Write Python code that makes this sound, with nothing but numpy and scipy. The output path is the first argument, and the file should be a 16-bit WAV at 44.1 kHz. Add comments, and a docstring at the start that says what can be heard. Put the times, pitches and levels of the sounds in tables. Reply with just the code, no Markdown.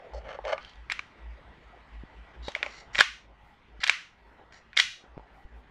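"""First a toy gas pistol drags and knocks off a card box over faint hiss and a wavering low hum.
Then a magazine is slid in and seated, and the slide is racked and released: struck modes and rubbed resonances.
A small furnished room answers through sparse decaying taps; the close clip-on microphone adds jolts,
rustling cloth (shaped noise) and short fuzzy tones.
Its gain control lowers the whole sound after loud blows and lets it creep back."""
import sys
import numpy as np
from scipy import signal
from scipy.io import wavfile
from scipy.ndimage import uniform_filter1d

SR = 44100
rng = np.random.default_rng(int(sys.argv[2]) if len(sys.argv) > 2 else 0)


def materialize(psi):
    """Save the field psi as 16-bit PCM at rate SR to the path in sys.argv[1].

    A 1-D psi becomes a single channel; in a 2-D psi each row is a channel.
    """
    bounded = np.clip(np.atleast_2d(psi).T, -1, 1)
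    quanta = np.round(bounded * 32767).astype(np.int16)
    wavfile.write(sys.argv[1], SR, quanta)


N = 251414

# Modes of frame and slide, registers at full strength: (frequency [Hz], level [dB], 60 dB decay [s])
PISTOL_MODES = [(427, 2, .018), (602, 7.5, 0.026), (806, 6, 0.021), (926, -4.5, 0.0093), (1176, 5, 0.0081),
                (1510, -15, 0.033), (1700, 1.5, 0.012), (1950, -3, 0.02), (2192, 2, 0.0097),
                (2316, 0.5, 0.0073), (2728, 3, 0.0092), (3200, 8, 0.009), (3607, 0.5, 0.016),
                (4260, -4, 0.015), (4760, 1.5, 0.013), (5490, -1.5, 0.02), (6144, 4.5, 0.0076),
                (7182, 1.5, 0.01), (7600, -3, 0.028), (9070, -3, 0.019), (9830, -12.5, 0.033),
                (11900, -18, .008), (12600, -26, .008)]
# Where bass, body, middle and treble of a blow blend: (frequency [Hz])
REGISTERS_HZ = [750, 1350, 2500, 3000, 4000, 5200]
TREBLE_DB = -9  # treble under the middle
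SCATTER_DB = 2.0  # chance in how strongly a blow rings each mode
TOUCH = 88  # samples of light touch before a blow
TOUCH_RISE_MS, CHATTER_MS = 0.7, 1.3  # growth and decay by a factor e


def clack(peak_db, struck_hz, bass_db, bright_db, walls_db):
    """A touch, a blow and its chatter ring the modes; summed over all directions, the peaks even out."""
    hz, db, t60 = np.transpose(PISTOL_MODES)[:, :, None]
    t = np.arange(2600) / SR
    register_db = [bass_db, 0, 0, bright_db, bright_db, bright_db + TREBLE_DB]
    db = db + np.interp(hz, REGISTERS_HZ, register_db)
    near_spot_db = 9.0 * np.exp(-(np.log(hz / struck_hz) / 0.073) ** 2)
    near_spot_db = near_spot_db + SCATTER_DB * rng.standard_normal(hz.shape)

    detuned_hz = hz * rng.uniform(.97, 1.03, hz.shape)
    turns = detuned_hz * t + rng.uniform(0, .12, hz.shape)
    build_up = (1 - np.exp(-hz * t / 0.21)) ** 2  # over about a cycle
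    waves = np.sin(2 * np.pi * turns) * build_up
    ringing = (gain_of(db + near_spot_db - 60 * t / t60) * waves).sum(0)

    since_ms = (np.arange(500) - TOUCH) * 1000 / SR
    touch = .35 * np.exp(since_ms / TOUCH_RISE_MS)
    strength = np.where(since_ms < 0, touch, np.exp(-since_ms / CHATTER_MS))
    contacts = rng.standard_normal(500) * (rng.random(500) < .1) * strength
    contacts[TOUCH] = -2.0  # the blow itself
    direct = signal.fftconvolve(ringing, contacts)
    direct = gain_of(peak_db) * direct / abs(direct).max()

    outline_db = uniform_filter1d(db + .3 * near_spot_db, size=3, axis=0, mode="nearest")
    spread = coloured(signal.unit_impulse(1024), np.hstack([hz, outline_db]))
    spread = np.pad(spread / np.linalg.norm(spread), (TOUCH, 0))
    return direct, gain_of(walls_db) * np.linalg.norm(direct) * spread


# Parts of the pistol knocking, levels before the path to the microphone:
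# (time [s], peak level [dB], pitch struck most [Hz], bass [dB], brightness [dB])
CLACKS = [(0.4518, -27, 2230, 4, -1.5), (0.5797, -24, 1170, -9, -15.5), (0.6283, -47, 4760, -23, -5),
          (0.6481, -36.5, 3160, -22, -7), (0.6948, -44.5, 5800, -20, -1), (0.735, -47, 3880, -22, -12),
          (0.757, -55, 6000, -22, 8), (0.8996, -18, 2320, -31, -10), (0.9111, -29, 2300, -28, -24),
          (0.916, -21.5, 2050, -22, -29), (0.9199, -18, 1550, -39, -5.5), (0.9929, -20, 1190, -29, -18.5),
          (2.4831, -23, 1890, 4, -1.5), (2.5188, -40.5, 6200, -20, -4.5), (2.5509, -17.5, 2300, -22, -12),
          (2.5609, -29.5, 2100, 2, -6), (2.6293, -13, 2100, -10, -14), (2.663, -22, 2200, 4, -11),
          (2.9485, -21, 2017, -18, -5), (2.9549, -15, 2000, -12.5, -10), (2.9828, -13.5, 1890, -9, -11.5),
          (2.9879, -15.5, 1630, -17, -2), (2.99, -9, 1570, -13.5, -11), (2.9971, -18.5, 2100, -17.5, -5.5),
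          (3.0, -14.5, 2300, -24.5, 2), (2.9988, -16, 8400, -30, 1), (3.0058, -6.5, 1664, -11.5, -2.5),
          (3.0086, 0.5, 1678, -29.5, -8), (3.0158, -15.5, 1700, -15.5, -10.5), (3.8066, -43, 1930, -8, -27),
          (3.8171, -31, 2084, -9, -8.5), (3.8341, -12.5, 1930, -45, -15), (3.8371, -10, 2350, -25.5, 4),
          (3.8408, -9, 1420, -23, -5.5), (3.8673, -12.5, 2350, -34, -4), (3.8752, -14, 2050, -28, -4),
          (3.8819, -13.5, 1860, -32, -7.5), (3.8959, 2, 2360, -28, -9), (4.5242, -38.5, 1660, -17.5, -20),
          (4.7313, -33.5, 2450, -27.5, -18), (5.1782, -47.5, 2270, -9, -10),
          (4.7682, -16, 2200, -34.5, -0.5), (4.7711, -10.5, 2200, -41, 2.5),
          (4.7744, -5.5, 2200, -28, -0.5), (4.7896, -9, 1980, -38, -7), (4.7983, -5, 1950, -35, 0),
          (4.7978, -21, 6050, -28, 7), (4.8004, -4.5, 2390, -45, 1.5), (4.8044, -21.5, 1830, -11, -8)]
# Share of a blow thrown at the walls, strong around .7 to .9 s, almost none near 1 s: (time [s], level [dB])
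WALLS = [(.45, -2.5), (.7, 9.5), (.9, 9.5), (.99, -38), (2.48, 3), (2.66, 2.5), (3.0, 4), (3.9, 3.5),
         (4.8, 6.5)]


def pistol_clacks():
    """All blows of the pistol: the sound straight ahead, and the sound that the walls receive."""
    ahead, around = np.zeros(N), np.zeros(N)
    for s, *blow in CLACKS:
        walls_db = np.interp(s, *np.transpose(WALLS))
        direct, spread = clack(*blow, walls_db)
        add(ahead, s - TOUCH / SR, direct)
        add(around, s - TOUCH / SR, spread)
    return ahead, around


# Resonances of the rubbed frame: (frequency [Hz], width before scaling [Hz], level in its register [dB])
RAIL = [(1350, 110, -1.5), (1723, 310, -1.5), (2130, 250, -0.5), (2468, 1300, -3.5), (2830, 250, -4),
        (4200, 1000, 3), (4480, 620, -12.5), (5700, 670, 1), (6750, 1800, 0.5), (6940, 600, -13),
        (8850, 900, -15.5)]
# Borders between low, middle and treble register of the frame: (frequency [Hz])
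RAIL_SPLITS_HZ = (2750, 5000)
# Hand, magazine or slide rubbing the frame; levels of the low register before the path, others relative to it:
# (time [s], length [s], level at start [dB], level at end [dB], middle [dB], treble [dB], rasp [Hz])
RUBS = [(0.601, 0.11, -77, -75, 14.5, -15, 3110), (2.424, 0.054, -68.5, -56.5, 8, -4.5, 3860),
        (2.645, 0.16, -61, -55.5, -4, -6, 2040), (2.931, .048, -55, -41, -7, -6, 2020),
        (3.802, 0.14, -41, -42, -6, -17, 2000), (4.521, 0.058, -53.5, -56.5, -7.5, -8.5, 1930),
        (4.731, .03, -58, -56.5, -19.5, -26, 2470), (4.76, 0.028, -54, -27.5, -3, -5.5, 2270)]
RASP_WIDTH_HZ, RASP_DB = 330, 7  # the spot being rubbed sings out; width before scaling


def frame_rubs():
    """Dense friction slips ring the frame and one extra resonance at the rubbed spot."""
    track = np.zeros(N)
    for s, *stroke, rasp_hz in RUBS:
        body = RAIL + [(rasp_hz, RASP_WIDTH_HZ, RASP_DB)]
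        rub = scrape(*stroke, body, RAIL_SPLITS_HZ,
                     slips_per_s=2200.0, uneven_db=2.5, lift_db_per_s=395.5)
        add(track, s, rub)
    return track


# Drags over the box; levels of the low register before the path, others relative to it:
# (time [s], length [s], level at start [dB], level at end [dB], middle [dB], treble [dB])
DRAGS = [(.133, 0.058, -38, -43, -24, -25), (0.206, .07, -56, -41.5, -9.5, -35),
         (0.282, 0.074, -39.5, -42, -7, -28), (.438, 0.033, -37, -33.5, -14.5, -49),
         (0.469, 0.032, -34, -34, -7, -25), (0.494, 0.038, -42, -23, -9.5, -28.5)]
# Borders between low, middle and treble register of the box: (frequency [Hz])
BOX_SPLITS_HZ = (1000, 3700)


def box_drags():
    """Sparser friction slips ring the card box and fade quickly as each stroke lifts."""
    track = np.zeros(N)
    for s, *stroke in DRAGS:
        drag = scrape(*stroke, BOX, BOX_SPLITS_HZ,
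                      slips_per_s=550., uneven_db=2.0, lift_db_per_s=1203)
        add(track, s, drag)
    return track


# Resonances of the card box, dragged or knocked: (frequency [Hz], width before scaling [Hz], level [dB])
BOX = [(565, 214, 6.5), (789, 76, -6.5), (1195, 380, 4.5), (1447, 87, -1), (1720, 390, 4), (2040, 370, -1),
       (3010, 250, -5), (4420, 150, -1.5), (5050, 1200, -1.5), (6250, 170, -10), (7440, 1500, -6.5)]


def knock(peak_db):
    """A tap rings the box as decaying sines, the low modes most."""
    t = np.arange(2000) / SR
    ring = np.zeros(len(t))
    for hz, width, db in BOX:
        mode_db = db - 35.0 * (hz > 1000) - 20.0 * (hz > 3700)
        envelope = np.exp(-np.pi * 1.3 * width * t) * (1 - np.exp(-hz * t))
        ring += gain_of(mode_db) * envelope * np.sin(2 * np.pi * hz * t)
    return gain_of(peak_db) * ring / abs(ring).max()


# Fingers and pistol on the box, before the path to the microphone: (time [s], peak level [dB])
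KNOCKS = [(.135, -31.5), (.389, -24), (.443, -35), (.526, -22.5)]


def box_knocks():
    """All taps on the card box."""
    track = np.zeros(N)
    for s, peak_db in KNOCKS:
        add(track, s, knock(peak_db))
    return track


GRIP_S = 0.0027  # a stroke bites over this time


def scrape(length, first_db, last_db, middle_db, treble_db, body, splits_hz,
           slips_per_s, uneven_db, lift_db_per_s):
    """Uneven slips of friction excite a resonant body; the touch sets how much of each register rings."""
    t = np.arange(round((length + .06) * SR)) / SR
    size = gain_of(uneven_db * np.minimum(rng.exponential(1, len(t)), 4))
    slipping = rng.random(len(t)) < slips_per_s / SR
    slips = size * rng.choice([-1., 1.], len(t)) * slipping
    registers = np.zeros((3, len(t)))
    for hz, width, db in body:
        ringing = evened(resonate(slips, hz, 0.84 * width))
        registers[np.searchsorted(splits_hz, hz)] += gain_of(db) * ringing
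    tone = sum(gain_of(db) * evened(r) for db, r in zip((0, middle_db, treble_db), registers))
    stroke_db = np.interp(t, [0, length], [first_db, last_db])
    level_db = stroke_db - lift_db_per_s * np.maximum(t - length, 0)
    return tone * gain_of(level_db) * np.minimum(t / GRIP_S, 1)


# Decay of the small furnished room: (frequency [Hz], 60 dB decay before the late drop [s])
ROOM_DECAY = [(300, 0.067), (900, 0.21), (1500, 0.4), (3000, 0.42), (6000, 0.47), (12000, 0.36)]
# Strength of the room's answer, before the balance for decay time: (frequency [Hz], level [dB])
ROOM_LEVEL = [(300, -24), (700, -12), (1200, -4), (1700, -11), (2500, -16.5), (4000, -15), (7000, -17.5),
              (12000, -8)]


def room(x):
    """Sparse taps of random sign, each band dying at its own speed; the tail's end drops away fast."""
    taps = np.zeros(SR // 2)
    at = np.arange(160, len(taps) - 20, 20)
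    taps[at + rng.integers(0, 20, len(at))] = rng.choice([-1., 1.], len(at))
    hz, t, z = signal.stft(taps, SR, nperseg=256)
    t60 = read(ROOM_DECAY, hz)[:, None]
    late_drop_db = 19.0 * (t / 0.29) ** 6
    level_db = read(ROOM_LEVEL, hz)[:, None] - 60 * t / t60 - late_drop_db
    z = z * gain_of(level_db) / np.sqrt(t60 * 145)  # long-lasting bands start lower
    return signal.fftconvolve(x, signal.istft(z, SR, nperseg=256)[1])[:N]


PATH = [(150, -38.5), (400, -5), (700, -1), (6000, 5.5), (8500, -6.5), (12000, -8.5), (15500, -30.5)]


def at_microphone(x):
    """The way to the capsule weakens the lows and the extreme highs."""
    return coloured(x, PATH)


def bump(peak_db, swing_hz):
    """A dull push on the capsule that swings back and dies within two cycles."""
    turns = np.arange(2500) * swing_hz / SR
    push = turns * np.exp(-turns / 0.16) * np.sin(2 * np.pi * turns)
    return -gain_of(peak_db) * push / push.max()


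# Jolts and taps reaching the microphone clip: (time [s], peak level [dB], swing [Hz])
BUMPS = [(2.036, -32, 200), (2.482, -24, 437), (2.989, -27, 298), (3.008, -27.5, 249), (3.793, -37, 147),
         (5.04, -40.5, 299.3), (5.17, -30, 148.8), (5.178, -22, 476), (5.196, -32.5, 599),
         (5.449, -32.5, 34.7)]


def clip_bumps():
    """All pushes on the capsule, close and without room."""
    track = np.zeros(N)
    for s, *push in BUMPS:
        add(track, s, bump(*push))
    return track


# Cloth moving at the microphone: (time [s], level [dB])
RUSTLE = [(0, -57.5), (.6, -62), (1.15, -62), (1.45, -61), (1.6, -61.5), (2.45, -60.5), (2.7, -52.5),
          (3.15, -68), (3.46, -62), (3.6, -68), (3.85, -55), (4.1, -83), (4.25, -56.5), (4.4, -57.5),
          (4.55, -61.5), (4.95, -83), (5.05, -60.5), (5.2, -48), (5.4, -60), (5.7, -63.5)]
# Spectral shape of the cloth: (frequency [Hz], relative density [dB per Hz])
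CLOTH = [(12, -31), (20, -16), (65, -29), (398, 2), (672, 3.5), (857, 4.5), (1850, -30.5), (2500, -35),
         (3250, -66.5), (5500, -120)]


def cloth():
    """Patchy, mostly low noise whose level follows the movement of the cloth."""
    level_db = np.interp(np.arange(N) / SR, *np.transpose(RUSTLE))
    return gain_of(level_db) * noise(CLOTH, patchy_db=5.0, flicker_db=1.5)


# Level and pitch of the wavering low hum where it swells:
# (time of middle [s], half length [s], rms level at middle [dB], pitch [Hz])
HUM_SWELLS = [(0.167, .04, -37.5, 57), (0.259, .03, -47, 51.3), (0.447, .045, -47.5, 49.5),
              (0.646, .035, -52.5, 53.6), (.805, .045, -45, 54), (.975, .045, -53.5, 51.4),
              (1.289, .065, -39.5, 56.7), (1.495, .04, -51, 57), (1.671, .03, -51, 54),
              (1.803, .04, -59, 50.5), (1.978, .06, -41, 53.2), (2.199, .045, -45.5, 54.3),
              (2.421, .045, -40.5, 58), (2.681, 0.05, -56, 54.5), (2.963, .06, -48.5, 49.5),
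              (3.11, .05, -49, 55.5), (3.302, 0.052, -50, 53), (3.419, .05, -50.5, 54),
              (3.766, .06, -46, 53.1), (4.261, .06, -52.5, 52.8), (4.479, 0.05, -60, 54),
              (4.705, .05, -57, 54.5), (4.928, .05, -63, 56), (5.122, 0.038, -48, 58),
              (5.21, .045, -46, 53.2), (5.348, 0.042, -51.5, 52), (5.563, 0.045, -41.5, 56)]
HUM_HZ, HUM_WIDTH_HZ, HUM_DB = 54.1, 14, -66.5  # width of one of the two resonance passes


def hum():
    """One wavering low hum: narrow low noise, with its swells given by level and pitch."""
    t = np.arange(N) / SR
    narrow_noise = gain_of(HUM_DB) * evened(resonate(rng.standard_normal(N), HUM_HZ, HUM_WIDTH_HZ))
    swelling = sum(swell(t, *row) for row in HUM_SWELLS).real
    return narrow_noise + np.sqrt(2) * swelling  # root two turns rms into peak


# A faint fuzzy tone that comes and goes: (time of middle [s], half length [s], level at middle [dB], pitch [Hz])
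FUZZ = [(3.48, 0.077, -54.5, 838), (4.3, 0.14, -61, 926), (5.385, 0.065, -54, 783),
        (5.585, 0.037, -56, 798)]


def fuzz():
    """Slow random wobble smears the swelling tones into narrow noise."""
    t = np.arange(N) / SR
    pole = np.exp(-np.pi * 60. / SR)  # 60 Hz wide
    wobble = evened(signal.lfilter([1], [1, -pole], rng.standard_normal((2, N))))
    tones = sum(swell(t, *row) for row in FUZZ)
    return ((wobble[0] + 1j * wobble[1]) * tones).real


# Spectral shape of the ventilation hiss: (frequency [Hz], relative density [dB per Hz])
HISS = [(12, -20), (20, 6), (55, -7.5), (97, -9), (226, -11), (511, -19.5), (930, -14.5), (1790, -15.5),
        (1940, -16), (2760, -22), (3170, -24), (8440, -50.5), (13400, -64)]
HISS_DB = -56


def ventilation_hiss():
    """Continuous shaped noise with slight drift and flicker."""
    return gain_of(HISS_DB) * noise(HISS, patchy_db=2.22, flicker_db=0.8)


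# Faint motor tone: (frequency [Hz], level [dB])
WHINE = [(1938, -70.5)]


def motor_whine():
    """Noise through a very narrow resonance gives an unsteady tone."""
    return sum(gain_of(db) * evened(resonate(rng.standard_normal(N), hz, 14.0)) for hz, db in WHINE)


SWELL_END_DB = -9  # level of a swell half a length from its middle


def swell(t, middle, half, peak_db, hz):
    """A complex rotating pointer whose level rises and falls smoothly around its middle."""
    level_db = peak_db + SWELL_END_DB * ((t - middle) / half) ** 2
    return gain_of(level_db) * np.exp(2j * np.pi * hz * (t - middle))


def noise(spectrum, patchy_db, flicker_db):
    """Random short-time spectra with drifting patches and wide-band flicker, at rms 1."""
    frames, hz = N // 256 + 5, np.fft.rfftfreq(1024, 1 / SR)
    a, b, patches = rng.standard_normal((frames, 513, 3)).T
    patches = uniform_filter1d(patches, 10, 0)  # over frequency
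    patches = evened(uniform_filter1d(patches, 14, 1))  # over time
    flicker = evened(uniform_filter1d(rng.standard_normal(frames), 3))
    level_db = read(spectrum, hz)[:, None] + patchy_db * patches + flicker_db * flicker
    z = (a + 1j * b) * gain_of(level_db)
    return evened(signal.istft(z, nperseg=1024, noverlap=768)[1][:N])


def resonate(x, hz, width):
    """A two-pole resonance applied twice, for steep skirts."""
    b, a = signal.iirpeak(hz, hz / max(width, 5), SR)
    return signal.lfilter(b, a, signal.lfilter(b, a, x))


def coloured(x, spectrum):
    """Causal filter: the phase follows from the log gain."""
    hz = abs(np.fft.fftfreq(4096, 1 / SR))
    log_gain = np.log(gain_of(read(spectrum, hz)))
    taps = np.fft.ifft(np.exp(np.conj(signal.hilbert(log_gain)))).real[:2048]
    return signal.oaconvolve(x, taps)[:len(x)]


def gain_of(db):
    """Decibels to amplitude."""
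    return 10 ** (np.asarray(db) / 20)


def evened(x):
    """Scales to rms 1."""
    return x / np.sqrt(np.mean(x ** 2) + 1e-20)


def read(points, hz):
    """Value of a spectrum table on a log-frequency axis."""
    f, value = np.transpose(points)
    return np.interp(np.log(hz + 1), np.log(f + 1), value)


def add(mix, s, sound):
    """Lays a sound into the mix at time s."""
    part = mix[round(s * SR):][:len(sound)]
    part += sound[:len(part)]


def scene():
    """Pistol and box in the room; bumps and background at the microphone."""
    ahead, around = pistol_clacks()
    on_surfaces = frame_rubs() + box_drags() + box_knocks()
    in_room = ahead + on_surfaces + room(around + on_surfaces)
    background = cloth() + hum() + fuzz() + ventilation_hiss() + motor_whine()
    return (at_microphone(in_room) + clip_bumps() + background)[None]


THRESHOLD_DB, HELD_FALL_DB_PER_S = -27.0, 3.3  # of the held power that steers the gain
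DUCK_SHARE = .3  # dB of gain reduction for each dB over the threshold
KNEE, HEADROOM = .75, .2  # amplitude where rounding starts, and the most it lets through above
EDGE_HZ = 15700  # upper band limit


def record(dry):
    """Gain falls some ms after a loud blow and creeps back; peaks are rounded, then band-limited."""
    power = signal.lfilter([.004], [1, -.996], dry[0] ** 2)
    power_db = 10 * np.log10(power + 1e-12)
    fall = np.arange(N) * HELD_FALL_DB_PER_S / SR
    held_db = np.maximum.accumulate(power_db + fall) - fall
    over_db = np.maximum(held_db - THRESHOLD_DB, 0)
    late_db = signal.lfilter([.001], [1, -.999], over_db)  # lags by some 23 ms
    ducked = dry / gain_of(DUCK_SHARE * late_db)
    over = np.maximum(abs(ducked) - KNEE, 0)
    rounded = ducked - np.sign(ducked) * (over - HEADROOM * np.tanh(over / HEADROOM))
    band_limit = signal.firwin(511, EDGE_HZ, window=("kaiser", 9), fs=SR)
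    return signal.oaconvolve(rounded, band_limit[None], "same")


dry = scene()
out = record(dry)
materialize(out)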